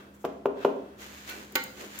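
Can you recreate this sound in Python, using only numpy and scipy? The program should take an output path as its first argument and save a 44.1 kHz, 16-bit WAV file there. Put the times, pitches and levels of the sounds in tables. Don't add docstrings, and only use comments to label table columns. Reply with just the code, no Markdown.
import sys
import numpy as np
from scipy import signal
from scipy.fft import rfft, irfft
from scipy.io import wavfile
from scipy.ndimage import uniform_filter1d

SR = 44100
rng = np.random.default_rng(int(sys.argv[2]) if len(sys.argv) > 2 else 0)


def generate_wav(sig):
    pcm = np.round(np.clip(np.atleast_2d(sig).T, -1, 1) * 32767).astype(np.int16)
    wavfile.write(sys.argv[1], SR, pcm)


N = 88200
T = np.arange(N) / SR
BIN_HZ = np.arange(N // 2 + 1) * SR / N


def from_db(db):
    return 10 ** (np.asarray(db) / 20)


def rms_one(x):
    return x / np.sqrt(np.mean(x ** 2) + 1e-20)


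def at_hz(points, hz):
    knots_hz, values = np.transpose(points)
    return np.interp(np.log(np.maximum(hz, 1)), np.log(knots_hz), values)


def envelope(rows):
    s, db = np.transpose(rows)
    return from_db(np.interp(T, s, db)) * (T >= s[0] - .03) * (T <= s[-1] + .03)


def bursts(rows, t60_s):
    power = sum(from_db(2 * (db - 60 * np.maximum(T - s, 0) / t60_s)) * (T >= s) for s, db in rows)
    return np.sqrt(power)


def clicks(rows):
    out = np.zeros(N)
    for s, db in rows:
        out[min(int(s * SR), N - 1)] += from_db(db)
    return out


def panned(db):
    gains = np.array([from_db(db / 2), from_db(-db / 2)]).reshape(2, -1)
    return gains / np.sqrt(np.mean(gains ** 2, axis=0))


def butter(x, order, hz, kind="low"):
    return signal.sosfilt(signal.butter(order, hz, kind, fs=SR, output="sos"), x)


def convolve(x, response):
    return signal.fftconvolve(np.atleast_2d(x), np.atleast_2d(response), axes=1)[:, :N]


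def ring(x, hz, t60_s):
    radius, angle = from_db(-60 / (t60_s * SR)), 2 * np.pi * hz / SR
    return signal.lfilter([0, np.sin(angle)], [1, -2 * radius * np.cos(angle), radius ** 2], x + 1e-18)


def white():
    return rng.standard_normal((2, N))


def grit(grains_per_s=9000, spread_db=2.2):
    sizes = from_db(spread_db * np.minimum(rng.exponential(1, N), 5))
    return white() * sizes * (rng.random(N) < grains_per_s / SR)


def rubbed(modes):
    slips = grit()
    return rms_one(sum(from_db(db) * ring(slips, hz, t60_s) for hz, db, t60_s in modes))


# f/Hz, left-right correlation
CORRELATION = [(100, 0.95), (300, .88), (600, 0.33), (1200, -0.38), (2500, -0.014), (16000, -0.0078)]
def coloured(pair, spectrum, pan=None):
    mid, side = rfft(pair)
    alike = np.clip(at_hz(CORRELATION, BIN_HZ), -.99, .99)
    stereo = np.sqrt(1 + alike) * mid + np.sqrt(1 - alike) * side * [[1], [-1]]
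    if pan is not None:
        stereo = stereo * panned(at_hz(pan, BIN_HZ))
    return rms_one(irfft(stereo * from_db(at_hz(spectrum, BIN_HZ)), N))


# f/Hz, level/dB
RUMBLE_SPECTRUM = [(25, -46), (45, -33), (68, 8), (90, 2), (130, 8), (220, -4.5), (400, -8.5), (1000, -10),
                   (3000, -16.5), (8000, -27.5), (16000, -44)]
# f/Hz, level/dB
HUM_TONES = [(67.3, -64.5), (203, -57)]
def background():
    out = from_db(-61) * coloured(white(), RUMBLE_SPECTRUM)
    for hz, db in HUM_TONES:
        waver_hz = 1.98 * rms_one(uniform_filter1d(rng.standard_normal(N), size=6000))
        phase = 2 * np.pi * np.cumsum(hz + waver_hz) / SR
        out = out + from_db(db) * np.sqrt(2) * np.sin(phase)
    return out


# t/s, level/dB
RUB_LEVEL = [(0, -52), (.06, -59.5), (.125, -67), (.15, -67.5), (.22, -68), (.3, -63), (.43, -89),
             (.53, -72), (.58, -53), (.64, -44.5), (.68, -50.5), (.75, -60), (.95, -62.5)]
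# f/Hz, level/dB
RUB_SPECTRUM = [(400, -20), (1200, 6.5), (1600, 3), (2000, 0), (2650, -11), (3300, -2.5), (4500, -11.5),
                (7000, -16), (10000, -26.5), (14000, -18), (16000, -27)]
# f/Hz, level/dB, t60/s
FACE_MODES = [(1563, 0.5, .04), (2654, 2, .03), (3230, -4.5, 0.035), (5640, -10, 0.01)]
def sand_rub():
    sand = from_db(-0.5) * coloured(grit(), RUB_SPECTRUM)
    rasp = from_db(-6.5) * rubbed(FACE_MODES)
    return envelope(RUB_LEVEL) * (sand + rasp)


# t/s, level/dB
SHUFFLE_LEVEL = [(0, -53), (.1, -54.5), (.22, -60.5), (.95, -54.5), (1.1, -50.5), (1.25, -58.5),
                 (1.31, -49), (1.39, -46.5), (1.48, -53.5), (1.76, -54), (1.83, -43), (1.9, -51.5),
                 (2.0, -54.5)]
# f/Hz, level/dB
SHUFFLE_SPECTRUM = [(100, -26.5), (200, -3.5), (310, 1.5), (450, -2), (560, -4.5), (700, -9.5), (1500, -14),
                    (4000, -32.5)]
def shuffle():
    return envelope(SHUFFLE_LEVEL) * coloured(white(), SHUFFLE_SPECTRUM)


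# t/s, level/dB
SLEEVE_LEVEL = [(.125, -94), (.145, -58.5), (.185, -73), (.21, -60), (.24, -64)]
# f/Hz, level/dB
SLEEVE_SPECTRUM = [(4000, -24.5), (6300, -5), (7200, -1.5), (9000, -10), (11000, -9), (14500, -5),
                   (16000, -5.5)]
def sleeve():
    return envelope(SLEEVE_LEVEL) * coloured(grit(), SLEEVE_SPECTRUM)


# t/s, level/dB, low-pass f/Hz, hollow boost/dB
PAT_CONTACTS = [(0.2423, -24.5, 1330, -28), (0.2446, -17.5, 1150, -14), (0.2507, -14, 1500, 2.5),
                (0.4558, -15.5, 900, 4), (0.458, -9, 1490, 4.5), (0.6486, -12.5, 2750, -0.5),
                (0.6506, -4.5, 1320, -1)]
# f/Hz, level/dB, t60/s
BLOCK_MODES = [(295.6, -25.5, 0.13), (415, -13, 0.047), (461, -14.5, 0.031), (591.4, -11, 0.049),
               (709, -7, 0.026), (900, -7.5, 0.009), (1074, -15.5, 0.022), (1340, -19, 0.014),
               (2584, -6.5, 0.0034), (2870, -32, 0.0017)]
# delay/s, level/dB
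NEAR_REFLECTIONS = [(.0077, -11), (.0127, -13), (.0175, -20)]
def pats(hollow_hz=397, hollow_width_hz=28, wall_hz=260.4):
    forces = np.array([butter(clicks([(s, db)]) + 1e-18, 2, hz) for s, db, hz, _ in PAT_CONTACTS])
    hollow_db = np.array(PAT_CONTACTS)[:, 3]
    pan = [(400, 4.0), (650, 1.0), (1200, -4.0)]
    body = 0
    for hz, db, t60_s in BLOCK_MODES:
        hollow_share = np.exp(-((hz - hollow_hz) / hollow_width_hz) ** 2)
        drive = from_db(hollow_db * hollow_share) @ forces
        body = body + from_db(db) * ring(drive, hz, t60_s) * panned(at_hz(pan, hz))
    body = butter(body, 4, 228, "high")
    nearby = butter(clicks(NEAR_REFLECTIONS), 1, 1500)
    wall = butter(clicks([(.029, -2)]), 2, [wall_hz / 1.18, wall_hz * 1.18], "band")
    return body + convolve(body, nearby + wall)


# f/Hz, t60/s
SHED_DECAY = [(150, 0.78), (400, 0.3665), (1000, 0.49), (3000, 0.47), (12000, 0.75)]
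# f/Hz, level/dB
SHED_SPECTRUM = [(110, -24), (170, 3.5), (240, 4), (290, 4), (335, -0.5), (420, 4), (650, 4), (1200, 0.5),
                 (3000, 0.5), (8000, -3), (16000, -12)]
def shed(build_s=0.0059, echo_s=.098, echo_build_s=0.0035):
    noise = rfft(np.array([coloured(white(), SHED_SPECTRUM) for _ in range(2)]))
    centres_hz, tails = np.geomspace(100, 16000, 9), 0
    for hz in centres_hz:
        band = at_hz(np.column_stack([centres_hz, centres_hz == hz]), BIN_HZ)
        tails = tails + irfft(noise * band, N) * from_db(-60 * T / at_hz(SHED_DECAY, hz))
    diffuse = tails[0] * (1 - np.exp(-T / build_s))
    far_wall = butter(tails[1] * (1 - np.exp(-T / echo_build_s)), 2, 800)
    echo = convolve(clicks([(echo_s, -8.5)]), far_wall)
    return rms_one(diffuse + echo) / np.sqrt(N) * from_db(-3.5)


# t/s, level/dB
CRUSH_BURSTS = [(0.2485, -34.5), (0.457, -42.5), (0.648, -35.5)]
# f/Hz, level/dB
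CRUSH_SPECTRUM = [(500, 3), (1500, 7.5), (3200, -1), (4200, -9), (6800, -8), (9000, -20.5), (14000, -6),
                  (16000, -24)]
def sand_crush():
    return coloured(grit(), CRUSH_SPECTRUM) * bursts(CRUSH_BURSTS, t60_s=0.056)


# t/s, level/dB
SCRAPE_LEVEL = [(.95, -101), (.985, -54.5), (1.02, -44), (1.09, -49), (1.17, -48), (1.26, -49),
                (1.295, -38), (1.34, -45.5), (1.42, -48.5), (1.49, -55.5), (1.55, -53.5), (1.65, -57),
                (1.73, -58.5), (1.81, -43), (1.89, -50.5), (1.96, -44.5), (2.0, -45)]
# f/Hz, level/dB
SCRAPE_SPECTRUM = [(50, -38), (300, -19), (750, -7.5), (1050, -5.5), (1700, -2), (3000, -5.5),
                   (5500, -12.5), (6800, -8), (8500, -19), (11000, -19.5), (13000, -19), (14800, -11.5),
                   (16000, -32)]
def ground_scrape():
    pan = [(1000, -2), (6000, -0.5), (13000, 4.5)]
    return envelope(SCRAPE_LEVEL) * coloured(grit(), SCRAPE_SPECTRUM, pan)


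# t/s, level/dB
DRAG_LEVEL = [(1.26, -70), (1.295, -38.5), (1.33, -45), (1.4, -54), (1.5, -68)]
# f/Hz, level/dB, t60/s
SINGING_MODES = [(1507, 8, 0.3), (1580, -5, .06), (1910, 6, .06), (2340, 6.5, 0.069), (2660, 5, 0.11),
                 (4200, 5, 0.072)]
def trowel_drag():
    return envelope(DRAG_LEVEL) * rubbed(SINGING_MODES) * panned(-1.8)


# t/s, level/dB, relative ring/dB
STEEL_CONTACTS = [(1.295, -28, -10), (1.5542, -3.5, -18), (1.5561, -3.5, 2.5)]
# f/Hz, level/dB
CRACK_SPECTRUM = [(40, -38), (110, -40), (220, 0.5), (400, 3), (650, -8), (1500, -1.5), (3000, -2.5),
                  (4200, 1.5), (5200, -19), (5900, -8), (7000, -4), (9000, -15), (11500, -13),
                  (13200, -7.5), (15000, 6), (16500, -16)]
# f/Hz, level/dB
RATTLE_SPECTRUM = [(40, -30), (130, -8), (230, 12), (650, 8.5), (1000, 6), (2000, 19.5), (3500, 4),
                   (5500, 1), (7000, -3), (9000, -14), (11500, -13), (13300, 11), (15000, 0), (16500, -24)]
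# f/Hz, level/dB, t60/s
TROWEL_MODES = [(511, -34, .18), (899, -34, .24), (1404, -30, .18), (1502, -24, .13), (2104, -27, .28),
                (2326, -33, .15), (2962, -29, .14), (250, -33, .06), (375, -27, .05), (795, -33, .12),
                (1130, -30, .11), (1270, -32, .07), (1740, -32, .07), (2000, -31, .06), (2762, -33, .07),
                (4040, -25, .022), (4970, -24, .022), (6720, -29, .04)]
# f/Hz, left minus right/dB
TROWEL_PAN = [(300, 0), (900, -1), (1500, -7), (2500, -3), (4500, -1), (7500, 1), (13000, 5.5), (16000, 18)]
def trowel_clack(left_lag_s=0.00019):
    hits = [(s, db) for s, db, _ in STEEL_CONTACTS]
    crack = from_db(-15) * coloured(white(), CRACK_SPECTRUM, TROWEL_PAN) * bursts(hits, t60_s=0.026)
    rattle = from_db(-24.5) * coloured(grit(), RATTLE_SPECTRUM, TROWEL_PAN) * bursts(hits, t60_s=0.095)
    blows = clicks([(s, db + ring_db) for s, db, ring_db in STEEL_CONTACTS])
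    blade = 0
    for k, (hz, db, t60_s) in enumerate(TROWEL_MODES):
        right = (-1) ** k * from_db(db) * ring(blows, hz, t60_s)
        left = np.interp(T - left_lag_s, T, right)
        blade = blade + panned(at_hz(TROWEL_PAN, hz)) * np.array([left, right])
    return crack + rattle + blade


# t/s, level/dB
SNAP_BURSTS = [(1.296, -35.5), (1.5225, -42.5), (1.6385, -30), (1.989, -28), (1.996, -37.5)]
# f/Hz, level/dB
SNAP_SPECTRUM = [(1500, -25), (4500, -22), (6800, 0), (9000, -6.5), (11500, -7), (13500, 1), (16000, -0.5)]
def grain_snaps():
    return coloured(grit(), SNAP_SPECTRUM, TROWEL_PAN) * bursts(SNAP_BURSTS, t60_s=0.026)


def scene():
    block = pats() + sand_crush()
    steel = trowel_clack() + grain_snaps()
    reverberation = convolve(from_db(-5.5) * block + from_db(-7) * steel, shed())
    friction = sand_rub() + ground_scrape() + trowel_drag() + sleeve() + shuffle()
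    return block + steel + reverberation + friction + background()


def record(dry):
    return signal.sosfilt(signal.ellip(10, .2, 80, 16300, fs=SR, output="sos"), dry)


dry = scene()
out = record(dry)
generate_wav(out)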